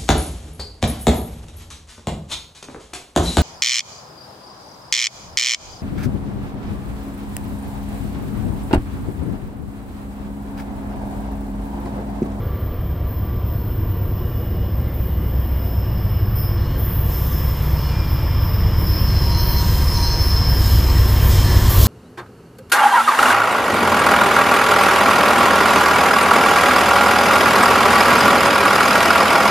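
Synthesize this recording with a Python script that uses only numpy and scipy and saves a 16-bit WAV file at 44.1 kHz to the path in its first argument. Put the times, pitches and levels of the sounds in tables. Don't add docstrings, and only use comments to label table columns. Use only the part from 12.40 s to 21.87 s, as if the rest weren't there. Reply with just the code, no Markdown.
import sys
import numpy as np
from scipy import signal
from scipy.fft import rfft, irfft, next_fast_len
from scipy.io import wavfile
from scipy.ndimage import uniform_filter1d, map_coordinates

SR = 44100
rng = np.random.default_rng(int(sys.argv[2]) if len(sys.argv) > 2 else 0)


def master(y):
    cut = np.clip(np.atleast_2d(y).T, -1, 1)
    pcm = np.round(cut * 32767)
    wavfile.write(sys.argv[1], SR, pcm.astype(np.int16))


def gain_from_db(level_db):
    decades = np.asarray(level_db, float) / 20
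    return 10 ** decades


N = 417627


def unit(x):
    return x / np.sqrt(np.mean(x ** 2) + 1e-20)


def along(points, hz):
    f, v = np.transpose(points)
    return np.interp(np.log(hz + 1), np.log(f + 1), v)


def curves(rows):
    s, *cols = np.transpose(rows)
    return [np.interp(np.arange(N) / SR, s, c) for c in cols]


def wobble(rate, n=N):
    at = np.arange(0, n + 16, 16)
    knots = rng.standard_normal(int(n * rate / SR) + 5)
    return np.interp(np.arange(n), at, map_coordinates(knots, [at * rate / SR]))


def filtered(x, response):
    m = next_fast_len(N + 8192)
    return irfft(rfft(x, m) * response(np.fft.rfftfreq(m, 1 / SR)), m)[:N]


def patches(shape, bins, frames):
    field = uniform_filter1d(rng.standard_normal(shape), bins, 0)
    return unit(uniform_filter1d(field, frames, 1))


def rush(gain, patchy_db, streaky_db):
    z = signal.stft(rng.standard_normal(N + 4096), nperseg=2048)[2]
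    field = patchy_db * patches(z.shape, 20, 5)
    field += streaky_db * patches(z.shape, 2, 36)
    x = signal.istft(z * gain_from_db(field), nperseg=2048)[1][:N]
    response = gain if callable(gain) else lambda hz: gain_from_db(along(gain, hz))
    return unit(filtered(x, response))


def ringing(modes, width_hz, patchy_db):
    def response(f):
        resonances = [gain_from_db(db) * width_hz * f / np.hypot(hz * hz - f * f, width_hz * f) for hz, db in modes]
        return sum(resonances) ** 1.23
    return rush(response, .35 * patchy_db, .8 * patchy_db)


def tone(hz, drift_rad, rate, n=N):
    phase = 2 * np.pi * (hz * np.arange(n) / SR + rng.random())
    return np.sqrt(2) * np.sin(phase + drift_rad * wobble(rate, n))


def singing(notes, waver_db, drift_rad, rate):
    out = np.zeros(N)
    for start, end, hz, db in notes:
        a = round(max(start - .08, 0) * SR)
        b = min(round((end + .08) * SR), N)
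        corners = [start - .08, start + .03, (start + end) / 2, end - .02, end + .08]
        swell_db = np.interp(np.arange(a, b) / SR, corners, [-22, -6, 0, -6, -22])
        waver = waver_db * (wobble(11, b - a) + wobble(1.5 * rate, b - a))
        out[a:b] += gain_from_db(db - 1.5 + swell_db + waver) * tone(hz, drift_rad, rate, n=b - a)
    return out


def bursts(rows, rise_s, rest_db):
    t = np.arange(0, N, 64) / SR
    power = np.zeros(len(t))
    for start, hold, db, fade in rows:
        rise_db = 30 * np.clip(1 - (t - start) / rise_s, 0, 4)
        fade_db = fade * np.clip(t - start - rise_s - hold, 0, None)
        power += gain_from_db(2 * (db - rise_db - fade_db))
    return 10 * np.log10(np.interp(np.arange(N) / SR, t, power) + gain_from_db(2 * rest_db))


# time in seconds, gain from shrinking distance in dB,
# gain from leaving the trees in dB, lead exhaust level in dB, second exhaust level in dB.
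APPROACH = [(0.0, 0.5, 0.5, -34, -32), (0.4, 0.5, -0.5, -29.5, -30.5), (1.61, 0.5, .5, -29, -24.5),
            (3.0, 0.5, 2.5, -21, -33.5), (3.82, -0.5, 4, -24, -22), (5.3, 0.5, 9.5, -20.5, -30.5),
            (6.1, 0.5, 10, -23, -22), (7.1, 2.5, 13, -20, -23), (7.7, 2.5, 13.5, -19.5, -29.5),
            (8.3, 4, 15, -16.5, -23), (9.02, 6.5, 17.5, -16, -17.5), (9.47, 7.5, 18.5, -14, -16.5)]


def approach():
    return curves(APPROACH)


# frequency in Hz, level in dB (per Hz).
RUMBLE = [(12, -40), (20, -2), (80, 3), (110, -14), (140, -21), (180, -1.5), (310, -120)]
ROAR = [(74, -18), (125, -1.5), (269, -13.5), (360, -12), (404, -19.5), (467, -15.5), (780, -24),
        (1010, -87), (1720, -120)]
MACHINERY = [(430, -8.5), (730, -4.5), (833, -2), (943, 2.5), (1180, -1.5), (1290, -4), (1500, -7),
             (1950, -12.5), (3300, -120)]
FANS = [(820, -31), (1400, -6.5), (1780, 0.5), (2390, -2.5), (2610, -6.5), (2820, -2.5), (3240, -5),
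        (3630, -9), (4680, -14), (4800, -23), (6240, -22), (10600, -120)]
# frequency in Hz, level in dB.
ROLLING_WHEELS = [(1055, 6.5), (1162, 2.5), (1600, 0), (1760, -4), (2400, -8), (2905, -21), (3140, -1),
                  (3390, -3.5), (4130, -9)]
CAR_BODIES = [(243, 0), (322, 1)]


def rolling_roar():
    near_db, clear_db = approach()[:2]
    rumble_db = -33 + 0.3 * clear_db
    roar_db = -30 + near_db
    machinery_db = -42 + 0.73 * clear_db
    fans_db = -50.5 + clear_db
    noise = gain_from_db(rumble_db) * rush(RUMBLE, patchy_db=1.5, streaky_db=0)
    noise += gain_from_db(roar_db + 0.13) * rush(ROAR, patchy_db=-0.7, streaky_db=1.0)
    noise += gain_from_db(machinery_db - 2.4) * rush(MACHINERY, patchy_db=-0.6, streaky_db=1.5)
    noise += gain_from_db(fans_db - 1.12) * rush(FANS, patchy_db=1.0, streaky_db=1.5)
    noise += gain_from_db(fans_db - 4.0) * ringing(ROLLING_WHEELS, width_hz=22, patchy_db=0)
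    noise += gain_from_db(roar_db - 15) * ringing(CAR_BODIES, width_hz=14, patchy_db=2)
    return noise


# start in seconds, end in seconds, frequency in Hz, rms level in dB.
GEAR_DRONES = [(3, 4.35, 193.5, -35), (4.0, 6.4, 143.1, -28.5), (4.6, 8.0, 155.9, -31),
               (5.9, 7.3, 183.6, -33.5), (6.3, 9.4, 141.4, -30), (8.4, 9.2, 230, -34),
               (8.7, 9.4, 194.3, -36), (6.6, 8.1, 366, -40.5), (7.7, 8.2, 366, -44), (8.4, 10, 366, -33.5),
               (6.1, 6.6, 452, -38.5), (6.5, 7.7, 452, -49), (8.2, 9.4, 452, -43), (2.7, 4.5, 69, -28),
               (3.2, 4.4, 113, -29), (0.6, 2.4, 113, -32), (5.9, 7.6, 78, -26)]


def gear_drones():
    return singing(GEAR_DRONES, waver_db=1.5, drift_rad=0.46, rate=2.85)


# start in seconds, hold in seconds, level in dB, fade in dB a second.
SCRUBS = [
    (3.1, 0.1, -66, 33),
    (4.08, 0.12, -61, 24),
    (4.54, 0.25, -51, 15),
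    (5.0, 0.37, -56, 70),
    (6.55, 0.17, -51, 17),
    (7.06, 0.2, -41.5, 18),
    (8.07, 0.11, -39, 22),
    (8.76, 0.043, -35, 60),
    (9.1, .05, -39, 5),
    (9.27, 0.15, -30, 20),
]
# frequency in Hz, level in dB per Hz.
SCRUB_COLOUR = [(1500, -44), (3290, -4), (5600, -4.5), (6460, -4), (6540, -3.5), (8400, -8), (10300, -10.5),
                (13400, -48), (22000, -120)]


def wheel_scrub():
    near_db, clear_db = approach()[:2]
    rest_db = -71 + 1.68 * near_db + 1.235 * clear_db
    scrub_db = bursts(SCRUBS, rise_s=0.16, rest_db=rest_db) + .8 * wobble(7)
    return gain_from_db(scrub_db + 3.0) * rush(SCRUB_COLOUR, patchy_db=.8, streaky_db=1.5)


# start in seconds, hold in seconds, hiss level in dB, fade in dB a second.
BITES = [(0.0, 0.32, -46, 21), (0.63, 0.058, -40, 33), (1.03, 0.28, -40, 40), (1.45, 0.5, -41.5, 21),
         (2.32, 0.12, -44, 30), (2.5, 0.34, -42, 27), (2.95, 0.29, -40, 20), (3.48, 0.24, -43, 22),
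         (3.92, 0.061, -33, 68), (4.35, 0.59, -31, 31), (5.18, 0.067, -36, 50), (5.66, 0.028, -37, 50),
         (5.97, 0.099, -39, 50), (6.34, 0.24, -34, 70), (6.77, .05, -39, 70), (6.94, 0.17, -30, 19),
         (7.76, 0.041, -35.5, 70), (8.05, 0.52, -33, 22), (8.64, 0.037, -31, 39), (8.78, 0.054, -28.5, 53),
         (8.98, 0.28, -35, 30), (9.26, 0.11, -24.5, 19)]
# frequency in Hz, level in dB per Hz.
TOP_COLOUR = [(10500, -38), (11500, -21), (12300, -17), (12750, -11), (13150, -13), (13640, -9),
              (13760, -2), (14500, 0), (15100, -2), (15400, -4)]
EDGE_COLOUR = [(5530, -51), (9400, -28), (10300, -14), (10900, 6.5), (11600, 11), (12100, 4), (15700, -19),
               (22000, -120)]
# frequency in Hz, level in dB.
TOP_MODES = [(13243, -66), (13469, -65), (13561, -64), (13711, -62), (13792, -57), (13937, -52),
             (14040, -59), (14174, -55), (14280, -55), (14400, -57), (14465, -56), (14675, -55),
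             (14831, -57), (14976, -57)]
LOWER_MODES = [(11461, -70), (11741, -66), (11892, -62), (12053, -66), (12285, -63), (12360, -63),
               (12468, -61), (12570, -63), (12694, -59), (12807, -61), (12871, -59), (12931, -61),
               (13297, -57), (13410, -62)]
EDGE_MODES = [(9330, -11), (9620, -7), (10100, -9), (10240, -5), (10420, -8), (10575, -5), (10700, -6),
              (10845, -2), (10990, -3), (11100, -2), (11165, 0), (11250, -3), (11322, 2), (11400, -1)]
FAINT_MODES = [(8120, -3), (8250, -2), (8330, -2), (10600, 2)]


def flange_hiss():
    t = np.arange(N) / SR
    rest_db = -47 + t
    top_db = bursts(BITES, rise_s=0.042, rest_db=rest_db) + .9 * wobble(9)
    edge_db = top_db - 30 + 1.94 * t + 0.28 * (top_db - rest_db)

    hiss = gain_from_db(top_db - 1.5) * rush(TOP_COLOUR, patchy_db=.5, streaky_db=3.5)
    modes = TOP_MODES + [(hz, db + 4) for hz, db in LOWER_MODES]
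    hiss += gain_from_db(top_db - 6) * ringing(modes, width_hz=12, patchy_db=4)

    corner_hz, first_loss_db, clearing_s, upper_db = 13300, 7, 3.6, 1.5
    lower = filtered(hiss, lambda hz: 1 / (1 + (hz / corner_hz) ** 40))
    lower_gain = gain_from_db(-first_loss_db * np.clip(1 - t / clearing_s, 0, 1))
    hiss = gain_from_db(upper_db) * hiss + (lower_gain - gain_from_db(upper_db)) * lower

    hiss += gain_from_db(top_db - 35.5 - 1.2 * t) * ringing(FAINT_MODES, width_hz=40, patchy_db=3)
    hiss += gain_from_db(edge_db - 3) * rush(EDGE_COLOUR, patchy_db=0.5, streaky_db=5.5)
    hiss += gain_from_db(edge_db - 8 + .4 * t) * ringing(EDGE_MODES, width_hz=13, patchy_db=4)
    return hiss


# start in seconds, end in seconds,
# frequency in Hz, rms level in dB.
WHEEL_TONES = [(-.1, 0.36, 1160, -44), (0.5, 0.8, 1157, -49), (0.75, 1.2, 1157, -45),
               (1.38, 1.6, 1157, -48), (1.65, 2.05, 1158, -49), (1.78, 2.1, 1815, -56),
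               (3.15, 3.7, 1160, -51), (3.7, 4.2, 1160, -49), (6.55, 6.95, 4334, -50),
               (7.8, 8.1, 4334, -52), (8.2, 8.7, 7900, -50), (8.2, 8.28, 7000, -47), (9.3, 9.6, 7900, -42),
               (4.2, 4.79, 3383, -56), (4.74, 5.09, 6238, -54), (4.7, 5.2, 1160, -43),
               (4.86, 5.15, 3413, -54), (5.29, 5.58, 6227, -58), (5.2, 5.7, 3384, -54),
               (5.3, 5.42, 4334, -53), (5.39, 5.55, 4334, -46), (5.64, 6.05, 2391, -49),
               (5.22, 5.46, 2391, -51), (5.47, 5.58, 2391, -41), (5.55, 5.68, 2391, -39.5),
               (5.63, 5.72, 4333, -50), (5.92, 6.2, 1161, -42), (7.3, 7.36, 1595, -37),
               (7.39, 7.45, 1595, -37), (6.55, 7.0, 1600, -45), (7.02, 7.16, 1160, -40),
               (8.21, 8.37, 8877, -50), (8.64, 9.08, 1048, -37), (9.03, 9.22, 1701, -36),
               (9.03, 9.22, 1755, -39), (9.03, 9.22, 1970, -43), (8.9, 9.4, 2112, -46),
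               (9.15, 9.6, 1166, -37), (9.2, 9.6, 1057, -37), (6.25, 6.6, 1040, -42)]
RAIL_TONES = [(3.93, 4.2, 9620, -59), (4.4, 5.3, 9620, -59), (5.45, 5.9, 10241, -64),
              (1.3, 2.0, 11892, -60), (4.0, 4.3, 11892, -52), (1.52, 2.0, 13933, -51),
              (1.64, 2.13, 12929, -55), (3.56, 3.96, 11893, -52), (4.4, 4.91, 11321, -51),
              (4.54, 4.91, 12247, -50), (4.56, 4.95, 12359, -45), (4.79, 5.13, 11740, -49),
              (5.2, 5.51, 11899, -50), (5.69, 6.28, 11892, -47), (6.0, 6.46, 11735, -52),
              (6.33, 6.69, 11896, -46), (5.35, 5.6, 10241, -60), (6.3, 6.6, 10241, -56),
              (6.6, 7.21, 10241, -51), (7.0, 7.15, 9620, -50), (6.1, 6.3, 10845, -57),
              (6.77, 7.17, 11155, -47), (6.98, 7.28, 13297, -41), (7.18, 7.36, 11893, -44),
              (7.33, 7.6, 10241, -44), (7.42, 7.66, 11155, -45), (7.46, 7.69, 9328, -46),
              (7.72, 7.96, 10240, -44), (7.76, 7.97, 13940, -43), (7.97, 8.41, 10239, -50),
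              (8.06, 8.28, 13934, -41), (8.2, 8.56, 11740, -48), (8.22, 8.63, 13297, -43),
              (8.22, 8.48, 12870, -39), (8.42, 8.81, 12285, -48), (8.78, 9.09, 13303, -42)]
WHEEL_WHINES = [(0.0, 1.3, 3141, -62), (1.4, 1.75, 2896, -59), (1.65, 2.0, 2896, -57),
                (2.56, 2.74, 2896, -53), (3.38, 3.66, 2896, -53), (1.97, 2.12, 2896, -52),
                (2.12, 2.33, 2896, -52), (2.34, 2.52, 2896, -53), (2.7, 3.0, 2896, -54),
                (3.0, 3.4, 2896, -54), (3.66, 3.86, 2899, -49), (3.9, 4.2, 2899, -55),
                (4.15, 4.36, 2900, -48), (4.22, 4.5, 3139, -53), (4.37, 4.97, 2892, -53),
                (5.28, 5.64, 2906, -52), (5.79, 6.05, 3137, -51), (6.04, 6.48, 2901, -49),
                (6.54, 7.27, 2908, -48), (6.61, 7.6, 3142, -46), (7.96, 8.7, 3140, -44),
                (8.16, 8.46, 2916, -45), (8.7, 9.4, 3131, -39)]


def thin_tones():
    tones = singing(WHEEL_TONES, waver_db=1.3, drift_rad=.8, rate=24)
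    tones += singing(RAIL_TONES, waver_db=2, drift_rad=1.3, rate=26)
    tones += singing(WHEEL_WHINES, waver_db=1.3, drift_rad=.8, rate=24)
    return tones


# time in seconds, level in dB.
CALM_SQUEAL = [
    (0.0, -63.5),
    (2.6, -58.5),
    (3.5, -49),
    (4.6, -50.5),
    (5.3, -42),
    (6.4, -35.5),
    (7.4, -33),
    (8.8, -50),
    (9.47, -36),
]
# start in seconds, hold in seconds, band level in dB,
# fade in dB a second, tone level over the band in dB.
SURGES = [(0.7, .6, -67, 20, -1), (1.7, 0.66, -64.5, 46, -2), (3.13, .65, -66.5, 20, 12),
          (3.912, 0.081, -48, 46, 4.5), (4.657, 0.063, -59, 46, 12.5), (4.872, 0.091, -52, 70, 10.5),
          (5.31, 0.12, -45, 20, -2), (6.425, 0.69, -39, 55, 5), (7.424, 0.15, -41, 200, 10),
          (7.425, 0.73, -32.5, 21, -7), (7.615, 0.36, -45.5, 38, 18), (8.2, 0.09, -43.5, 22, 6.5),
          (8.493, 0.15, -43.5, 61, 8.5), (8.845, 0.27, -39, 74, 4)]
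# start in seconds, hold in seconds, level in dB, fade in dB a second.
HUM = [
    (6.58, .2, -48, 30),
    (6.79, .36, -36, 60),
    (7.25, .22, -43, 40),
    (7.49, .15, -33.5, 80),
    (7.78, .12, -44, 40),
    (8.39, .06, -41, 30),
    (8.96, .07, -38, 70),
    (9.24, .2, -39, 30),
]
# start in seconds, hold in seconds, level in dB, fade in dB a second.
TREMBLE = [(4.08, .25, -50, 40), (5.35, .06, -50, 60), (6.4, .15, -48, 10), (6.6, .15, -45, 20),
           (6.845, .085, -35, 110), (7.03, .08, -34, 90), (7.2, .2, -43, 15), (7.47, .15, -32, 75),
           (7.72, .16, -41, 20), (8.2, .08, -43, 40), (8.39, .06, -41, 30), (8.96, .07, -38, 70),
           (9.24, .2, -39, 30)]
# frequency in Hz, level in dB per Hz.
BAND_COLOUR = [(4500, -29), (4870, -15), (4925, -3), (5260, 2), (5320, -4), (5550, -8), (5720, -16),
               (6200, -36.5)]
SIDEBAND_COLOUR = [(3600, -36), (3990, -11), (4060, 0), (4350, 1), (4420, -4), (4600, -6), (4800, -24),
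                   (5850, -20), (6000, -9), (6300, -11), (6600, -30)]
# frequency in Hz, level in dB.
BAND_MODES = [(4920, -3), (5000, -2), (5040, -1), (5075, 1), (5130, -1), (5190, -2), (5250, 0), (5350, -6)]


def squeal():
    surge_s, hum_s = 0.061, 0.09
    calm_db, = curves(CALM_SQUEAL)
    band_rows = [row[:4] for row in SURGES]
    tone_rows = [(start, hold, db + over, fade) for start, hold, db, fade, over in SURGES]
    band_db = bursts(band_rows, surge_s, calm_db - 6.0)
    tone_db = bursts(tone_rows, surge_s, calm_db - 7)
    hum_db = bursts(HUM, hum_s, rest_db=-80) + 0.5 * wobble(13)
    side_db = bursts(TREMBLE, hum_s, rest_db=-80) + 0.5

    flutter_db = 1.7 * wobble(30) + .8 * wobble(9)
    line = gain_from_db(tone_db - .6 + flutter_db) * tone(5281, drift_rad=.45, rate=30)
    noise = rush(BAND_COLOUR, patchy_db=.4, streaky_db=2.5)
    noise = unit(noise + .5 * ringing(BAND_MODES, width_hz=18, patchy_db=1.5))
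    hum = tone(946, drift_rad=0.5, rate=13)

    shaking = np.clip((hum_db + 68.0) / 8, 0, 1)
    line_sides_db = side_db + 25 - 1.3 * np.clip(-36 - side_db, 0, 10)
    line_sides = gain_from_db(line_sides_db) * shaking * line * hum
    band_sides = unit(filtered(noise * hum, lambda hz: gain_from_db(along(SIDEBAND_COLOUR, hz))))
    band_sides *= gain_from_db(side_db - 1) * np.clip((side_db + 54) / 8, 0, 1)
    return line + gain_from_db(band_db + 2.5) * noise + line_sides + band_sides + gain_from_db(hum_db + 0.5) * shaking * hum


def exhaust(cycle_hz, orders, fading_db, slows=0):
    step = 16
    n = N // step + 2
    t = step * np.arange(n) / SR
    crank = 2 * np.pi * (cycle_hz * t - slows * t * t / 2) + .03 * wobble(.8 * step, n)
    beats = np.zeros(n)
    for multiple, db in orders:
        fading = gain_from_db(db + fading_db * wobble(1.3 * step, n))
        phase = multiple * crank + .7 * rng.standard_normal() + .25 * wobble(.8 * step, n)
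        beats -= fading * np.sqrt(2) * np.cos(phase)
    return signal.resample_poly(beats, step, 1)[:N]


# multiple of the cycle, level in dB.
LEAD_ORDERS = [(6, -17), (7, -12), (8, 0), (9, -11), (10, -9), (11, -10), (12, -15), (13, -11), (14, -13),
               (15, -15), (18, -22)]
DEEP_ORDERS = [(3, -8), (4, -14), (5, 0)]
AXLE_ORDERS = [(5, 0), (6, 0), (7, -7), (8, -9)]
SECOND_ORDERS = [(3, -14), (5, -11), (8, -5), (11, 0), (12, -6), (13, -7), (15, -13), (17, -20)]


def locomotive_beats():
    _, clear_db, lead_db, second_db = approach()
    lead_hz, second_hz, axle_hz = 7.677, 8.615, 13.39
    deep_db = -35 + 0.79 * clear_db
    axle_db = -33.5 + 0.34 * clear_db
    beats = gain_from_db(lead_db - 1.0) * exhaust(lead_hz, LEAD_ORDERS, fading_db=1.5)
    beats += gain_from_db(deep_db) * exhaust(lead_hz, DEEP_ORDERS, fading_db=1.5)
    beats += gain_from_db(axle_db) * exhaust(axle_hz, AXLE_ORDERS, fading_db=2.5, slows=.039)
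    beats += gain_from_db(second_db - 0.7) * exhaust(second_hz, SECOND_ORDERS, fading_db=1.0)
    return beats


def scene():
    train = rolling_roar() + gear_drones()
    rails = wheel_scrub() + flange_hiss() + thin_tones() + squeal()
    return np.tile(train + rails + locomotive_beats(), (2, 1))


def low_pass(x):
    return signal.sosfilt(signal.butter(12, 15335, fs=SR, output="sos"), x)


def record(dry):
    fade_in = np.clip(np.arange(N) / 100, 0, 1)
    x = np.clip(dry[0], -1, .95) * fade_in
    x = filtered(x, lambda hz: gain_from_db(-.27 * np.clip(hz - 15250, 0, None)))
    return low_pass(np.tile(x, (2, 1)))


dry = scene()
out = record(dry)
master(out)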